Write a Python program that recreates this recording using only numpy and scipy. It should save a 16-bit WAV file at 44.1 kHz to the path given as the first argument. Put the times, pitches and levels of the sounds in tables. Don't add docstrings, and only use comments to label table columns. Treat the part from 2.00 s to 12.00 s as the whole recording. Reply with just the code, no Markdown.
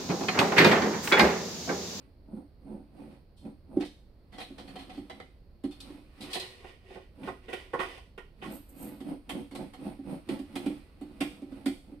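import sys
import numpy as np
from scipy import signal
from scipy.fft import rfft, irfft, next_fast_len
from scipy.io import wavfile
from scipy.ndimage import uniform_filter1d, map_coordinates

SR = 44100
rng = np.random.default_rng(int(sys.argv[2]) if len(sys.argv) > 2 else 0)


def wrap_up_sound(samples):
    columns = np.atleast_2d(samples).T
    tamed = np.clip(columns, -1, 1)
    steps = np.round(tamed * 32767).astype(np.int16)
    wavfile.write(sys.argv[1], SR, steps)


N = 441000

# (time of top speed [s], length [s], rumble level [dB], cord rub level [dB])
TWISTS = [(0.008, 0.15, -59.5, -70.5), (0.354, 0.16, -45, -79), (0.72, 0.2, -46, -73),
          (1.009, 0.16, -45, -68), (1.129, 0.11, -55, -69), (1.47, 0.098, -45.5, -71),
          (1.771, 0.17, -42, -73), (2.388, 0.13, -52, -83), (2.745, 0.63, -51, -64),
          (3.163, 0.2, -57.5, -72), (3.886, .3, -51.5, -62), (4.243, 0.15, -49.5, -56.5),
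          (5.252, 0.17, -44, -61.5), (6.497, 0.15, -40.5, -55.5), (6.853, 0.24, -43, -60),
          (7.097, 0.11, -36.5, -59.5), (7.357, 0.14, -37, -59.5), (7.605, 0.15, -40.5, -59),
          (7.863, 0.14, -37.5, -57), (8.117, 0.14, -37.5, -58.5), (8.325, 0.087, -35, -53),
          (8.638, 0.31, -43.5, -57), (9.07, 0.3, -56.5, -71), (9.286, 0.31, -53.5, -65.5),
          (9.573, 0.18, -49, -65), (9.723, 0.15, -53, -73.5), (9.913, 0.14, -55.5, -71.5)]
# (frequency [Hz], level [dB])
RUMBLE_SPECTRUM = [(60, -48), (125, -6), (160, -5.5), (205, -0.5), (250, 3), (305, 5.5), (365, -5.5),
                   (430, -15.5), (550, -7), (680, -13.5), (840, -13), (1100, -30), (1500, -31.5),
                   (3000, -94.5)]
RUB_SPECTRUM = [(600, -12.5), (1200, 3), (1700, -5), (2500, -0.5), (3400, -7.5), (4300, -7), (5300, -13),
                (6800, -24.5), (7900, -18), (8700, -13.5), (9800, -13), (11200, -25), (12500, -18),
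                (15000, -30)]
SWISH_SPECTRUM = [(5000, -59), (7500, -19.5), (8700, 9), (10000, -1.5), (11200, -2.5), (12500, -7.5),
                  (15000, -28)]
SLACK_SWISH_DB = -29
LANDING_S = 1.9

# (time [s], snap level [dB], boom level [dB], boom pitch [Hz])
THUMPS = [(0.326, -96, -32, 218.1), (0.361, -76, -41, 243), (0.693, -102, -36, 230),
          (1.447, -73, -33.5, 216), (1.765, -64, -13, 319), (1.798, -59, -31.5, 311),
          (2.499, -76, -37.5, 265), (2.972, -64, -30.5, 288), (3.636, -55, -23, 282),
          (3.899, -66, -36.5, 314), (6.455, -60, -35, 314), (7.002, -57.5, -33.5, 265),
          (7.292, -42.5, -40, 289.5), (7.51, -57.5, -38, 282), (7.549, -46, -42, 292),
          (7.733, -57, -57, 270), (7.986, -74, -33.5, 278.4), (8.287, -45, -23.5, 329),
          (8.389, -56.5, -29, 277.6), (8.554, -42, -26.5, 282), (8.658, -48, -22, 292),
          (9.01, -59.5, -33, 292), (9.204, -37.5, -22, 291), (9.417, -66.5, -32, 285),
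          (9.516, -67, -36, 277), (9.657, -39, -18.5, 277), (9.916, -82, -39.5, 292)]
# (frequency [Hz], level [dB], t60 [s])
FRAME_MODES = [(292, 8.5, 0.068), (196.3, -10, .1), (354, -4.5, 0.098), (583.4, -9, 0.056),
               (784.4, -21.5, 0.094), (145.2, -11.5, 0.062)]
BOOM_LAG_S, BOOM_RISE_S = 0.00333, 0.0052
# (frequency [Hz], level [dB])
CONTACT_SPECTRUM = [(300, 0.5), (450, 4.5), (580, -3), (760, 7), (930, -6), (1110, -2.5), (1550, -7.5),
                    (2200, 7.5), (3100, 6), (4100, -5), (4800, -2.5), (7000, -17), (8600, -9.5),
                    (12500, -21), (15500, -28)]
# (frequency [Hz], width [Hz], level [dB])
SPOOL_MODES = [(1063, 16, -0.5), (1425.5, 90.1, 8), (2100, 52, -2), (2400, 62, 10), (2790, 26, -5.5),
               (3013, 28, -3.5), (3700, 27, -8), (4167, 58, 9.5)]
REGISTER_EDGES = [420, 1650, 3500, 7200, 15000]
SNAP_COLOUR = [0, 0.5, -6, -9.5]
SNAP_TYPICAL_DB = -42.5
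SNAP_TILT = [-0.21, 0.16, -0.035, -0.022]

# (time [s], level [dB], brightness [dB], length [s])
CLINKS = [(1.363, -81.5, 22.5, 0.21), (1.807, -46.5, -0.5, 0.057), (1.82, -53, -6.5, 0.063),
          (1.846, -56.5, 8.5, 0.079), (2.317, -57.5, -1, 0.2), (2.381, -47, -1, 0.072),
          (2.401, -46, 1.5, 0.096), (2.579, -50.5, 0, 0.1), (2.673, -55, 0.5, 0.12),
          (2.756, -47.5, -2, 0.043), (2.783, -52, 0.5, 0.14), (2.893, -54.5, -2.5, 0.081),
          (2.925, -59, 1, 0.22), (3.097, -48, -2.5, 0.049), (3.2, -50.5, -4.5, 0.025), (3.708, -58, 5, .11),
          (3.803, -56, 15, 0.039), (4.204, -51.5, 8.5, 0.15), (4.301, -49.5, 5.5, 0.16),
          (4.33, -38.5, 7.5, 0.077), (4.349, -40.5, 3.5, .08), (4.397, -43.5, 8.5, 0.042)]
# (frequency [Hz], width [Hz], level [dB])
LINK_MODES = [(718, 32, -11), (1967, 100, 5.5), (2500, 72, 3.5), (3000, 14, 1), (3165, 23, -5.5),
              (3560, 30, 6.5), (3830, 45, -3), (3930, 16, 0), (4020, 18, 8), (4230, 51, 11),
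              (4670, 21, -13)]
CLINK_COLOUR = [1, -1, -5, -15.5]
CLINK_TILT = [-1.17, -0.26, 0.83, 1]

# (time [s], thud level [dB], ring level [dB], hard edge level [dB], length [s])
CLACKS = [(4.352, -37, -52, -45, 0.066), (4.642, -46.5, -54.5, -58.5, 0.035),
          (4.903, -48, -62.5, -62, 0.047), (4.952, -46, -56.5, -81, 0.1), (5.231, -57, -57, -55.5, .06),
          (5.274, -37, -38.5, -53, .06), (5.479, -44, -53.5, -50.5, 0.11), (5.528, -37, -44, -39, 0.052),
          (5.732, -31, -33, -47.5, 0.065), (5.788, -37.5, -34.5, -40, 0.11),
          (5.974, -56, -58, -54.5, 0.037), (6.176, -44, -48.5, -51.5, 0.053),
          (6.414, -45.5, -48, -49.5, 0.14)]
# (frequency [Hz], width [Hz], level [dB])
BAR_MODES = [(373.4, 66, 3), (585, 70, -0.5), (696, 27, -2.5), (988, 28, -3.5), (1067, 41, -3.5),
             (1237, 60, -6.5), (1427, 59, -9), (1840, 88, -1.5), (1982, 60, -7), (2182, 40, -6.5),
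             (2470, 70, -21), (3080, 15, -7), (3483, 58, -13.5), (4260, 67, -18.5)]
# (time of top speed [s], length [s], level [dB])
PUSHES = [(4.37, 0.3, -51), (4.684, 0.13, -56), (4.936, 0.15, -56.5), (5.275, 0.05, -47),
          (5.561, 0.17, -50.5), (5.862, 0.18, -45.5)]
# (time of top speed [s], length [s], level [dB])
BRUSHES = [(6.543, 0.068, -52.5), (6.701, 0.036, -60.5), (6.831, .14, -53)]
# (frequency [Hz], level [dB])
PALM_SPECTRUM = [(3000, -47), (7000, -15), (8700, -2.5), (10500, -19), (11600, -1.5), (12300, 0),
                 (13600, -6), (14400, -23), (16000, -38)]

# (delay [s], gain [ratio])
ECHOES = [(0.0142, 0.43), (0.0371, 0.27), (.051, .17)]
# (frequency [Hz], t60 [s])
ROOM_DECAY = [(150, 0.2), (300, 0.3), (800, 0.23), (3000, 0.44), (6000, 0.51), (12000, 0.51)]
# (frequency [Hz], level [dB])
AIR_SPECTRUM = [(12, -35.5), (20, -4), (61, 0), (148, -13.5), (185, -13.5), (549, -22.5), (932, -32.5),
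                (1630, -40), (1980, -39), (3000, -44), (3750, -44.5), (4430, -35.5), (6360, -60.5),
                (10500, -53.5), (15500, -53.5)]
# (frequency [Hz], correlation [ratio])
STEREO_LIKENESS = [(100, 0.93), (300, 0.84), (600, 0.83), (1200, 0.24), (10000, 0.23)]
# (frequency [Hz], left minus right [dB])
STEREO_BALANCE = [(50, -2), (300, -3.5), (600, -3), (1100, -5), (2200, -6.5), (4000, 1.5), (8000, -1),
                  (13000, -6)]


def turning_bar():
    s, length, rumble_db, rub_db = np.transpose(TWISTS)
    rumble_gain = strokes(s, length, rumble_db)
    rub_gain = strokes(s, length, rub_db, shape=1.4, end_db=-9.5)
    wood = unit(echoed(coloured(grains(N, rate=700, scatter_db=1.5), RUMBLE_SPECTRUM)))
    cord = unit(echoed(coloured(grains(N, rate=4000, scatter_db=1.5), RUB_SPECTRUM)))
    fibres = unit(coloured(grains(N, rate=2500, scatter_db=2), SWISH_SPECTRUM))
    loaded = np.clip((LANDING_S - np.arange(N) / SR) / .05, 0, 1)
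    swish = amp(SLACK_SWISH_DB - 3.9 * loaded) * fibres
    return rumble_gain * (wood + swish) + rub_gain * cord


def frame_thumps():
    track, t = np.zeros(N), np.arange(SR // 3) / SR
    for s, _, db, pitch_hz in THUMPS:
        scatter_db = 2 * rng.standard_normal(len(FRAME_MODES))
        boom = 0
        for k, (hz, level_db, t60) in enumerate(FRAME_MODES):
            hz, level_db = (pitch_hz, level_db) if k == 0 else (hz, level_db + scatter_db[k])
            boom = boom + amp(level_db - 60 * t / t60) * np.sin(2 * np.pi * hz * t)
        boom *= 1 - np.exp(-(t / BOOM_RISE_S) ** 2)
        add(track, s + BOOM_LAG_S, amp(db) * boom / np.abs(boom).max())
    return echoed(np.array([track, track]))


def cord_slips():
    track = np.zeros((2, N))
    for s, db, _, _ in THUMPS:
        slip = coloured(contact(length=0.069, softness=0.19, rate=14000), CONTACT_SPECTRUM)
        snap = struck_metal(slip, SPOOL_MODES, contact_db=-1, scatter_db=5)
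        levels_db = db + np.array(SNAP_COLOUR) + (db - SNAP_TYPICAL_DB) * np.array(SNAP_TILT)
        add(track, s, voiced(snap, levels_db, REGISTER_EDGES))
    return track


def chain_clinks():
    track = np.zeros((2, N))
    for s, db, bright_db, length in CLINKS:
        hit = coloured(contact(length, softness=0.13, rate=9000), CONTACT_SPECTRUM)
        clink = struck_metal(hit, LINK_MODES, contact_db=-3, scatter_db=3)
        levels_db = db + np.array(CLINK_COLOUR) + bright_db * np.array(CLINK_TILT)
        add(track, s, voiced(clink, levels_db, REGISTER_EDGES))
    return track


def bar_clacks():
    track = np.zeros((2, N))
    for s, thud_db, ring_db, edge_db, length in CLACKS:
        knock = steel_bar(contact(length, softness=0.18, rate=11000), contact_db=-12)
        ring = voiced(knock, [thud_db, ring_db, edge_db], edges_hz=[120, 850, 1550, 3800])
        scuff = coloured(contact(length, softness=0.75, rate=9100), CONTACT_SPECTRUM)
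        grit = voiced(scuff, [edge_db - 15.5], edges_hz=[5500, 15000])
        add(track, s, ring + grit)
    return track * amp([[-0.5], [0.5]])


def sliding_bar():
    scrape = steel_bar(grains(N, rate=4000, scatter_db=1.5), contact_db=-13)
    scrape *= amp(2.36 * wobble(25))
    return unit(scrape) * strokes(*np.transpose(PUSHES), rise=0.44, shape=1.7, end_db=-7.5)


def brushing_palm():
    hiss = coloured(grains(N, rate=2200, scatter_db=2.5), PALM_SPECTRUM) * amp(wobble(35))
    return unit(hiss) * strokes(*np.transpose(BRUSHES), rise=0.47)


def strokes(s, length, db, rise=0.46, shape=2.15, end_db=-12):
    t = np.arange(0, N, SR // 1000) / SR
    offset = (t[:, None] - s) / length
    from_peak = np.maximum(-offset / rise, offset / (1 - rise))
    gain = amp(db + end_db * np.minimum(from_peak, 10) ** shape).sum(1)
    return np.interp(np.arange(N) / SR, t, gain)


def grains(n, rate, scatter_db):
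    sizes = (rng.random(n) < rate / SR) * amp(scatter_db * rng.standard_normal(n))
    return unit(spread(sizes * rng.standard_normal((2, n))))


def contact(length, softness, rate):
    t = np.arange(SR // 3) / SR
    rise_s = softness * length ** 2
    attack = (1 - np.exp(-t / rise_s)) ** 2
    decay = amp(-60 * (t / length) ** 1.59)
    return grains(len(t), rate, scatter_db=3) * attack * decay


def steel_bar(x, contact_db):
    ring = filtered(x, lambda hz: resonances(hz, BAR_MODES))
    return ring + amp(contact_db) * coloured(x, CONTACT_SPECTRUM)


def struck_metal(x, modes, contact_db, scatter_db, detune=0.0213):
    centre, width, db = np.transpose(modes)
    level, shift = rng.standard_normal((2, len(modes)))
    struck = list(zip(centre * np.exp(detune * shift), width, db + scatter_db * level))
    return filtered(x, lambda hz: amp(contact_db) + resonances(hz, struck))


def resonances(hz, modes):
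    return sum((-1) ** k * amp(db) * 1j * hz * width / (centre ** 2 - hz ** 2 + 1j * hz * width)
               for k, (centre, width, db) in enumerate(modes))


def voiced(x, levels_db, edges_hz):
    out = 0
    for db, band in zip(levels_db, zip(edges_hz, edges_hz[1:])):
        part = signal.sosfilt(signal.butter(3, band, "band", fs=SR, output="sos"), x)
        peak_power = uniform_filter1d(part.mean(0) ** 2, SR // 100).max()
        out = out + amp(db) * part / np.sqrt(peak_power)
    return out


def echoed(x):
    heard = x.copy()
    for delay, gain in ECHOES:
        add(heard, delay, gain * x)
    return heard


def workshop(x, clutter_db=9, clutter_t60=0.054, rise_s=0.0058):
    noise = spread(rng.standard_normal((2, SR // 2)))
    hz, t, bands = signal.stft(noise, SR, nperseg=256)
    decay = amp(-60 * t / along(ROOM_DECAY, hz)[:, None])
    clutter = amp(clutter_db - 60 * t / clutter_t60)
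    tail = signal.istft(bands * (decay + clutter), SR, nperseg=256)[1]
    tail *= 1 - np.exp(-np.arange(tail.shape[1]) / SR / rise_s)
    return signal.fftconvolve(x, tail / np.linalg.norm(tail[0]), axes=1)[:, :N]


def room_tone():
    return unit(coloured(spread(rng.standard_normal((2, N))), AIR_SPECTRUM))


def spread(pair):
    angle = lambda hz: np.arccos(along(STEREO_LIKENESS, hz)) / 2
    mid, side = filtered(pair, lambda hz: np.array([np.cos(angle(hz)), np.sin(angle(hz))]))
    return np.array([mid + side, mid - side])


def coloured(x, spectrum, size=4096):
    cepstrum = irfft(np.log(amp(along(spectrum, np.fft.rfftfreq(size, 1 / SR)))))
    cepstrum[1:size // 2] *= 2
    cepstrum[size // 2 + 1:] = 0
    impulse = irfft(np.exp(rfft(cepstrum)))
    return signal.fftconvolve(x, impulse[None], axes=1)[:, :x.shape[1]]


def filtered(x, response):
    n = x.shape[-1]
    padded = next_fast_len(n + 8192)
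    return irfft(rfft(x, padded) * response(np.fft.rfftfreq(padded, 1 / SR)), padded)[..., :n]


def wobble(rate):
    return map_coordinates(rng.standard_normal(int(N * rate / SR) + 4), [np.arange(N) * rate / SR])


def along(points, hz):
    knots_hz, values = np.transpose(points)
    return np.interp(np.log(hz + 1), np.log(knots_hz + 1), values)


def add(track, s, sound):
    start = round(s * SR)
    part = sound[..., :N - start]
    track[..., start:start + part.shape[-1]] += part


def amp(db):
    return 10 ** (np.asarray(db) / 20)


def unit(x):
    return x / np.sqrt(np.mean(x ** 2) + 1e-20)


def scene():
    boom = frame_thumps()
    contacts = cord_slips() + chain_clinks() + bar_clacks()
    friction = turning_bar() + sliding_bar() + brushing_palm()
    room = workshop(amp(-8) * boom + amp(-1) * contacts + amp(-2) * friction)
    mix = boom + contacts + friction + room + amp(-55.5) * room_tone()
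    return filtered(mix, lambda hz: amp(np.outer([.5, -.5], along(STEREO_BALANCE, hz))))


def record(dry, top_hz=15650):
    return filtered(dry, lambda hz: hz < top_hz)


dry = scene()
out = record(dry)
wrap_up_sound(out)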